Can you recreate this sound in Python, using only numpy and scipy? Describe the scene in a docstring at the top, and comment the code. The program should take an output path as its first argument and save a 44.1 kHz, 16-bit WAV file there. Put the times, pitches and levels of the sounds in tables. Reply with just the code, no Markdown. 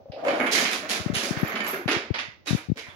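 """Wooden blocks topple in a row along a hard floor, set off by a stack that tips over on a book.
Each block hits the next, making a running clatter with single clacks, and bright crashes where several
land together. The book rattles, the floor rings hollow and something small rings thinly in a live room.
The moving camera takes soft knocks at its left microphone opening."""
import sys
import numpy as np
from scipy import signal
from scipy.fft import rfft, irfft, next_fast_len
from scipy.io import wavfile
from scipy.ndimage import uniform_filter1d, map_coordinates

SR = 44100
rng = np.random.default_rng(int(sys.argv[2]) if len(sys.argv) > 2 else 0)


def output_pcm(signal):
    """Save a mono or channel-first signal as 16-bit PCM at the path in sys.argv[1].

    Samples are clipped to [-1, 1] before scaling.
    """
    pcm = np.clip(np.atleast_2d(signal).T, -1, 1) * 32767
    wavfile.write(sys.argv[1], SR, np.round(pcm).astype(np.int16))


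N = 130095

# Levels compare rows within one table. ring_s is the time a sound takes to fade by 60 dB.
# loudness of the running clatter: time_s, level_db
CLATTER_LEVELS = [(0, -82), (.24, -68), (.32, -58), (.6, -25.5), (.78, -41.5), (.84, -34.5), (1.0, -35.5),
                  (1.1, -43), (1.25, -34.5), (1.42, -32.5), (1.53, -31.5), (1.62, -31.5), (1.75, -32),
                  (1.82, -45.5), (1.98, -64), (2.06, -61), (2.3, -82), (2.95, -67)]
# tone of the clatter, from bass to treble: frequency_hz, gain_db
CLATTER_TONE = [(40, -35.5), (100, -15.5), (200, 7), (380, 5.5), (620, 3), (950, 4), (1400, 7), (2100, 6.5),
                (3000, -5.5), (4500, -11.5), (7000, -14), (8500, -69), (16000, -16.5)]
# blocks landing together: start_s, rise_s, base_fade_s, then one level_db for each crash band
CRASHES = [(.116, 0.0022, 0.021, -75, -68, -45.5, -43.5, -120),
           (0.167, .03, 0.032, -48, -44, -55, -56, -91),
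           (0.237, 0.021, 0.14, -44, -30, -36.5, -46.5, -48.5),
           (0.279, 0.0012, 0.069, -31, -26, -35, -38, -93), (0.397, 0.0019, 0.046, -23, -24, -23, -63, -41),
           (0.461, 0.0071, 0.014, -36.5, -31, -21, -39.5, -42),
           (.511, 0.013, 0.065, -34.5, -37.5, -27.5, -18.5, -26),
           (0.651, 0.0018, 0.031, -48, -33.5, -25, -27, -56),
           (0.707, 0.017, 0.019, -32.5, -28.5, -24.5, -24.5, -28.5),
           (0.887, 0.019, 0.036, -34.5, -33.5, -27, -24, -28.5),
           (1.135, 0.028, 0.034, -35.5, -34, -28.5, -24.5, -32.5),
           (1.226, 0.0033, 0.037, -31, -39, -33.5, -25.5, -31), (1.36, 0.02, 0.02, -46, -41, -37, -44, -71),
           (1.554, 0.001, 0.02, -36, -27.5, -32, -37.5, -74),
           (1.66, 0.0084, 0.032, -48, -29.5, -33.5, -40, -36),
           (1.877, .002, 0.047, -29, -27, -24, -31.5, -63),
           (1.91, 0.0045, 0.018, -24, -28, -24, -24.5, -41),
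           (2.14, 0.0014, 0.019, -37.5, -28.5, -27.5, -29.5, -73),
           (2.184, 0.0042, 0.013, -43, -31.5, -24.5, -30, -52.5),
           (2.452, 0.013, .01, -47, -45, -45, -42, -53), (2.467, 0.011, 0.032, -39, -34, -32, -29, -35),
           (2.55, 0.024, 0.015, -49, -39.5, -41, -58, -44),
           (2.757, 0.0032, 0.016, -43.5, -54.5, -53, -49, -61),
           (2.77, 0.0033, 0.023, -47.5, -44, -34, -37, -45),
           (2.863, 0.0057, 0.042, -53.5, -45, -46.5, -58, -60)]
# the five crash bands: frequency_hz
CRASH_BANDS = [450, 1000, 2200, 5000, 11000]
# wooden tone that all crashes share: frequency_hz, gain_db
WOOD_TONE = [(40, -42.5), (130, -27), (220, -5.5), (380, -3.5), (650, -5), (1000, -3.5), (1500, 1),
             (2100, 1.5), (3000, 0.5), (4500, -1), (6700, -0.5), (8200, -10), (10500, -4.5), (13000, -11),
             (16000, -17.5)]
# single blows on a block: start_s, level_db
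CLACKS = [(0.283, -11.5), (0.4011, -11.5), (0.4685, -19), (0.5505, -8.5), (0.5635, -9.5), (0.585, -8.5),
          (0.6571, -16), (1.2299, -32), (1.4723, -18), (1.5205, -15), (1.5576, -14), (1.605, -11.5),
          (1.6468, -15.5), (1.88, -18), (1.8926, -10.5), (1.9497, -13.5), (2.1428, -33)]
# the notes inside a typical block's clack: pitch_hz, level_db, ring_s
BLOCK_NOTES = [(1270, -1, 0.02), (1780, -1.5, 0.074), (1968, 2.5, 0.012), (2206, 10.5, 0.017),
               (2970, -3, 0.06), (4680, -7, .025), (6860, -13, 0.045)]
# blocks that land free and ring on: start_s, level_db, pitch_hz
BLOCK_RINGS = [(.284, -24, 2206), (.401, -33, 2280), (.469, -31, 2180), (.55, -18.5, 1950),
               (.55, -32, 4400), (.657, -20, 2190), (1.15, -18.5, 2940), (1.23, -30, 2296),
               (1.882, -22.5, 1332), (1.92, -25.5, 3230), (2.143, -28, 2376), (2.25, -31, 2030),
               (2.472, -24, 2510), (2.475, -22, 3747), (2.58, -35, 2406), (2.776, -30, 2277),
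               (2.83, -31.5, 2116), (2.89, -40, 3420)]
# loudness of the stack tumbling on the book: time_s, level_db
TUMBLE_LEVELS = [(0, -47.5), (.045, -62), (.12, -46), (.2, -36.5), (.24, -32.5), (.285, -27), (.33, -29.5),
                 (.4, -33), (.47, -47.5), (.54, -54), (.62, -93)]
# hollow tone of the book: frequency_hz, gain_db
BOOK_TONE = [(60, -37), (200, -17.5), (380, -9.5), (530, -3.5), (630, -0.5), (780, -5.5), (1000, -22.5),
             (1600, -31.5), (4000, -58)]
# taps of the stack on the book: start_s, level_db
BOOK_TAPS = [(.057, -37.5), (.0865, -41), (.1345, -32.5), (0.164, -29.5), (.265, -14.5), (.286, -15)]
# the notes inside a tap on the book: pitch_hz, level_db, ring_s
BOOK_NOTES = [(473, -10, 0.046), (553, 8.5, 0.12), (670, -6.5, 0.1), (777, -4, .03)]
# the floor ringing under falling blocks: start_s, level_db, pitch_hz
FLOOR_BOOMS = [(.33, -25, 309), (.43, -26.5, 271), (.83, -34, 640), (1.0, -34.5, 616), (1.08, -33, 603),
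               (1.26, -34, 564), (1.54, -28.5, 203.4), (1.599, -30, 217.3), (1.73, -27.5, 389),
               (1.79, -30.5, 377), (1.885, -21, 319), (1.929, -28, 395), (1.99, -31, 389),
               (2.481, -29, 290), (2.57, -38.5, 311), (2.755, -47, 547), (2.775, -40, 440)]
# thin pings of small hard parts: start_s, level_db, pitch_hz
PINGS = [(.12, -76, 10450), (.28, -53.5, 10700), (.38, -51, 10480), (.465, -49, 10600), (.6, -42, 10800),
         (.77, -45, 10500), (1.15, -32.5, 9920), (1.384, -38, 11630), (1.395, -50.5, 10570),
         (1.441, -43, 11900), (1.468, -40.5, 11600), (1.555, -43, 10770), (1.638, -41, 11400),
         (1.675, -32, 11650), (1.695, -30, 11730), (1.735, -36, 11600), (1.878, -41, 11000),
         (1.915, -44, 10970), (2.143, -61.5, 10660), (2.19, -54.5, 10770)]
# knocks on the camera: start_s, level_db, start_pitch_hz
CAMERA_KNOCKS = [(0.098, -27.5, 216), (1.0, -24, 253), (1.01, -25, 212), (1.061, -12, 323),
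                 (1.099, -12.5, 408), (1.113, -25, 231), (1.13, -18.5, 260), (1.163, -20.5, 255),
                 (1.308, -12.5, 386), (1.37, -17.5, 285), (1.43, -8, 344), (1.858, -15.5, 292),
                 (1.964, -20.5, 286), (2.104, -15.5, 497), (2.108, -9.5, 209), (2.283, -35, 220),
                 (2.507, -10.5, 290), (2.53, -8.5, 290), (2.548, -8.5, 323), (2.686, -20, 232),
                 (2.698, -12.5, 280), (2.717, -9, 312), (2.884, -36, 206)]
# tone of the room's low hum: frequency_hz, gain_db
HUM_TONE = [(25, -18.5), (90, 7), (200, -3), (600, -9), (2000, -24.5), (6000, -27), (9000, -69),
            (16000, -28)]
# how long the room echoes: frequency_hz, ring_s
ROOM_ECHO = [(100, 0.18), (500, 0.4), (2000, 0.35), (5000, 0.36), (10000, 0.25), (16000, 0.21)]
# how alike the echo is on left and right: frequency_hz, likeness (1 same, -1 opposite)
ECHO_LIKENESS = [(60, 0.47), (290, 1), (640, 0.91), (1400, -0.41), (3000, 0.16), (15000, -0.21)]
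# tone of the left microphone compared with the right: frequency_hz, gain_db
LEFT_MIC_TONE = [(100, 4), (400, 0), (700, 2.5), (1300, -10), (2400, -4.5), (4400, -10), (6500, -11),
                 (8200, -3.5), (11000, 2.5), (16000, -9)]


def clatter():
    """Each block hits the next and then the floor, making a stream of wooden clicks."""
    clicks = lambda: rattle(CLATTER_LEVELS, CLATTER_TONE, per_s=110, spread_db=11, scrape_db=-14.5)
    return from_spots(lambda: in_room(clicks(), direct_db=-6.5), count=2)


def crashes():
    """Several blocks land together: a quick flurry of hits that dies away."""
    out, t = np.zeros((2, N)), np.arange(SR // 3) / SR
    for start_s, rise_s, base_fade_s, *levels_db in CRASHES:
        rise = np.minimum(t / rise_s, 1) ** 0.76
        fade = np.exp(-np.maximum(t - rise_s, 0) / (1.307 * base_fade_s))
        bands = list(zip(CRASH_BANDS, levels_db))

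        def tone_db(hz):
            per_octave_db = 10 * np.log10(SR / (hz + 100))  # high octaves share energy over more Hz
            return look_up(bands, hz) + look_up(WOOD_TONE, hz) + per_octave_db

        def flurry():
            hits = rise * fade * random_hits(len(t), per_s=450, spread_db=8.5, scrape_db=-11.5)
            return in_room(shape_tone(hits, tone_db), direct_db=-0.5)

        add(out, start_s, gain(0.76) * from_spots(flurry, count=3))
    return out


def clacks():
    """A sharp blow rings one block; no two blocks are tuned quite alike."""
    out, t = np.zeros((2, N)), np.arange(SR // 10) / SR
    for start_s, level_db in CLACKS:
        ring = strike(BLOCK_NOTES, t, tuning=np.exp(0.049 * rng.normal()))
        add(out, start_s, in_room(gain(level_db - 12) * ring, direct_db=-2))
    return out


def block_rings():
    """A block that is not pinned by its neighbours keeps one rough note for a moment."""
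    out, t = np.zeros((2, N)), np.arange(SR // 6) / SR
    for start_s, level_db, pitch_hz in BLOCK_RINGS:
        ring = rough_note(t, pitch_hz, blur_hz=253, ring_s=0.13)
        add(out, start_s, in_room(gain(level_db - 0.5) * ring, direct_db=0.5))
    return out


def book_tumble():
    """The stack rocks and slides on the book with a hollow rattle."""
    rocking = lambda: rattle(TUMBLE_LEVELS, BOOK_TONE, per_s=300, spread_db=5, scrape_db=-8)
    return from_spots(lambda: in_room(rocking(), direct_db=4), count=2)


def book_taps(soften_s=0.0006):
    """The stack gives the book single dull taps; the soft cover slows each blow."""
    out, t = np.zeros((2, N)), np.arange(SR // 10) / SR
    soft_start = 1 - np.exp(-t / soften_s)
    for start_s, level_db in BOOK_TAPS:
        tap = soft_start * strike(BOOK_NOTES, t)
        add(out, start_s, in_room(gain(level_db - 9.5) * tap, direct_db=13.5))
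    return out


def floor_booms():
    """The floor rings hollow, at a pitch that depends on where a block lands."""
    out, t = np.zeros(N), np.arange(SR // 3) / SR
    for start_s, level_db, pitch_hz in FLOOR_BOOMS:
        add(out, start_s, gain(level_db - 2) * rough_note(t, pitch_hz, blur_hz=25, ring_s=0.25))
    return out


def pings(flutter_db=8, flutter_per_s=400):
    """Small hard parts are jostled and ring very high, rattling as they do."""
    out, t = np.zeros((2, N)), np.arange(SR // 4) / SR
    for start_s, level_db, pitch_hz in PINGS:
        wobble = map_coordinates(rng.standard_normal(512), [t * flutter_per_s], mode="wrap")
        flutter = normalize(gain(flutter_db * wobble))
        ring = rough_note(t, pitch_hz, blur_hz=300, ring_s=0.2)
        add(out, start_s, in_room(gain(level_db + 1) * flutter * ring, direct_db=0.5))
    return out


def camera_knocks(rise_s=0.003, drop_s=0.0051, end_hz=75.5, top_hz=800):
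    """Soft bumps at the left microphone: a few slow vibrations that drop in pitch."""
    out, t = np.zeros(N), np.arange(SR // 12) / SR
    swell = t / rise_s * np.exp(1 - t / rise_s)
    for start_s, level_db, start_pitch_hz in CAMERA_KNOCKS:
        pitch_hz = end_hz + (start_pitch_hz - end_hz) * np.exp(-t / drop_s)
        wave = np.sin(2 * np.pi * np.cumsum(pitch_hz) / SR)
        add(out, start_s, gain(level_db) * swell * wave)
    left = signal.sosfiltfilt(signal.butter(3, top_hz, fs=SR, output="sos"), out)
    return np.array([left, gain(-45) * left])  # only a trace reaches the right side


def room_hum():
    """The quiet room: faint, low noise, different on each side."""
    noises = rng.standard_normal((2, N))
    hum = [normalize(shape_tone(noise, lambda hz: look_up(HUM_TONE, hz))) for noise in noises]
    return gain(-58.5) * np.array(hum)


def in_room(sound, direct_db, max_delay_s=0.00044):
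    """A sound reaches both microphones directly and as an echo; higher direct_db seems closer."""
    hz, t, noise = signal.stft(rng.standard_normal((2, SR // 3)), SR, nperseg=256)
    angle = np.arccos(np.clip(look_up(ECHO_LIKENESS, hz), -1, 1))[:, None] / 2
    shares = np.array([np.cos(angle), np.sin(angle)])
    fade = gain(-60 * t / look_up(ROOM_ECHO, hz)[:, None])
    same, opposite = signal.istft(noise * fade * shares, SR, nperseg=256)[1]
    paths = np.array([same + opposite, same - opposite])
    paths /= np.linalg.norm(paths[0])
    arrivals = (rng.random(2) * max_delay_s * SR).astype(int)  # the tiny gap suggests a direction
    paths[[0, 1], arrivals] += gain(direct_db)
    return signal.fftconvolve(sound[None], paths, axes=1)[:, :N] / np.hypot(1, gain(direct_db))


def from_spots(source, count):
    """The same kind of sound from several spots, each with its own path through the room."""
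    return sum(source() for _ in range(count)) / np.sqrt(count)


def rattle(levels, tone, per_s, spread_db, scrape_db):
    """A stream of hits takes on an object's tone, growing louder and softer over time."""
    time_s, level_db = np.transpose(levels)
    loudness = gain(np.interp(np.arange(N) / SR, time_s, level_db))
    hits = random_hits(N, per_s, spread_db, scrape_db)
    return loudness * normalize(shape_tone(hits, lambda hz: look_up(tone, hz)))


def random_hits(samples, per_s, spread_db, scrape_db):
    """Clicks of uneven strength at random moments, over a faint scraping."""
    clicks = (rng.random(samples) < per_s / SR) * rng.choice([-1, 1], samples)
    strength = gain(spread_db * rng.uniform(-0.87, 1, samples))
    scrape = gain(scrape_db) * rng.standard_normal(samples)
    return normalize(normalize(clicks * strength) + scrape)


def strike(notes, t, tuning=1, rise_s=0.00017):
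    """A struck object rings with several fading notes, a little stronger or weaker at each blow."""
    ring = 0
    for pitch_hz, level_db, ring_s in notes:
        fade = gain(level_db + rng.normal(0, 0.92) - 60 * t / ring_s)
        ring += fade * np.sin(2 * np.pi * pitch_hz * tuning * t)
    return ring * (1 - np.exp(-(t / rise_s) ** 2))


def rough_note(t, pitch_hz, blur_hz, ring_s):
    """One fading note whose wave drifts at random, blurring its pitch."""
    drift = np.cumsum(rng.standard_normal(len(t))) * np.sqrt(2 * np.pi * blur_hz / SR)
    drift = uniform_filter1d(drift, size=max(1, int(SR / (2 * blur_hz))))
    loudness = gain(-60 * t / ring_s) * (1 - np.exp(-t / 0.002))
    return loudness * np.sin(2 * np.pi * pitch_hz * t + drift)


def shape_tone(sound, tone_db, size=2048):
    """Turn each frequency up or down by tone_db(hz)."""
    hz = np.fft.rfftfreq(size, 1 / SR)
    cepstrum = irfft(np.log(gain(tone_db(hz))))
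    # folding this onto its first half makes the filter ring after a hit, never before
    cepstrum[1:size // 2] *= 2
    cepstrum[size // 2 + 1:] = 0
    click_response = irfft(np.exp(rfft(cepstrum)))
    return signal.fftconvolve(sound, click_response)[:len(sound)]


def look_up(table, hz):
    """Read between the rows of a frequency table, spacing them by octaves."""
    row_hz, values = np.transpose(table)
    return np.interp(np.log(hz + 1), np.log(row_hz + 1), values)


def gain(db):
    """Turn decibels into a multiplier."""
    return 10 ** (np.asarray(db) / 20)


def normalize(sound):
    """Scale a sound to an average (rms) strength of 1."""
    return sound / np.sqrt(np.mean(sound ** 2) + 1e-20)


def add(out, start_s, sound):
    """Mix a sound into out, beginning at start_s."""
    first = max(0, round(start_s * SR))
    out[..., first:first + sound.shape[-1]] += sound[..., :max(0, N - first)]


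def scene(bass_cut_hz=132.5):
    """Mix it all: small blocks give off little bass, and sound duller on the left."""
    blocks = book_tumble() + book_taps() + clatter() + crashes() + clacks()
    blocks += block_rings() + floor_booms() + pings()
    left, right = signal.sosfilt(signal.butter(2, bass_cut_hz, "high", fs=SR, output="sos"), blocks)
    left = shape_tone(left, lambda hz: look_up(LEFT_MIC_TONE, hz))
    return np.array([left, right]) + camera_knocks() + room_hum()


def record(dry, top_hz=15900):
    """The camera keeps no treble above top_hz."""
    size = next_fast_len(N + SR // 2)
    kept = np.fft.rfftfreq(size, 1 / SR) < top_hz
    return irfft(rfft(dry, size) * kept, size)[:, :N]


dry = scene()
out = record(dry)
output_pcm(out)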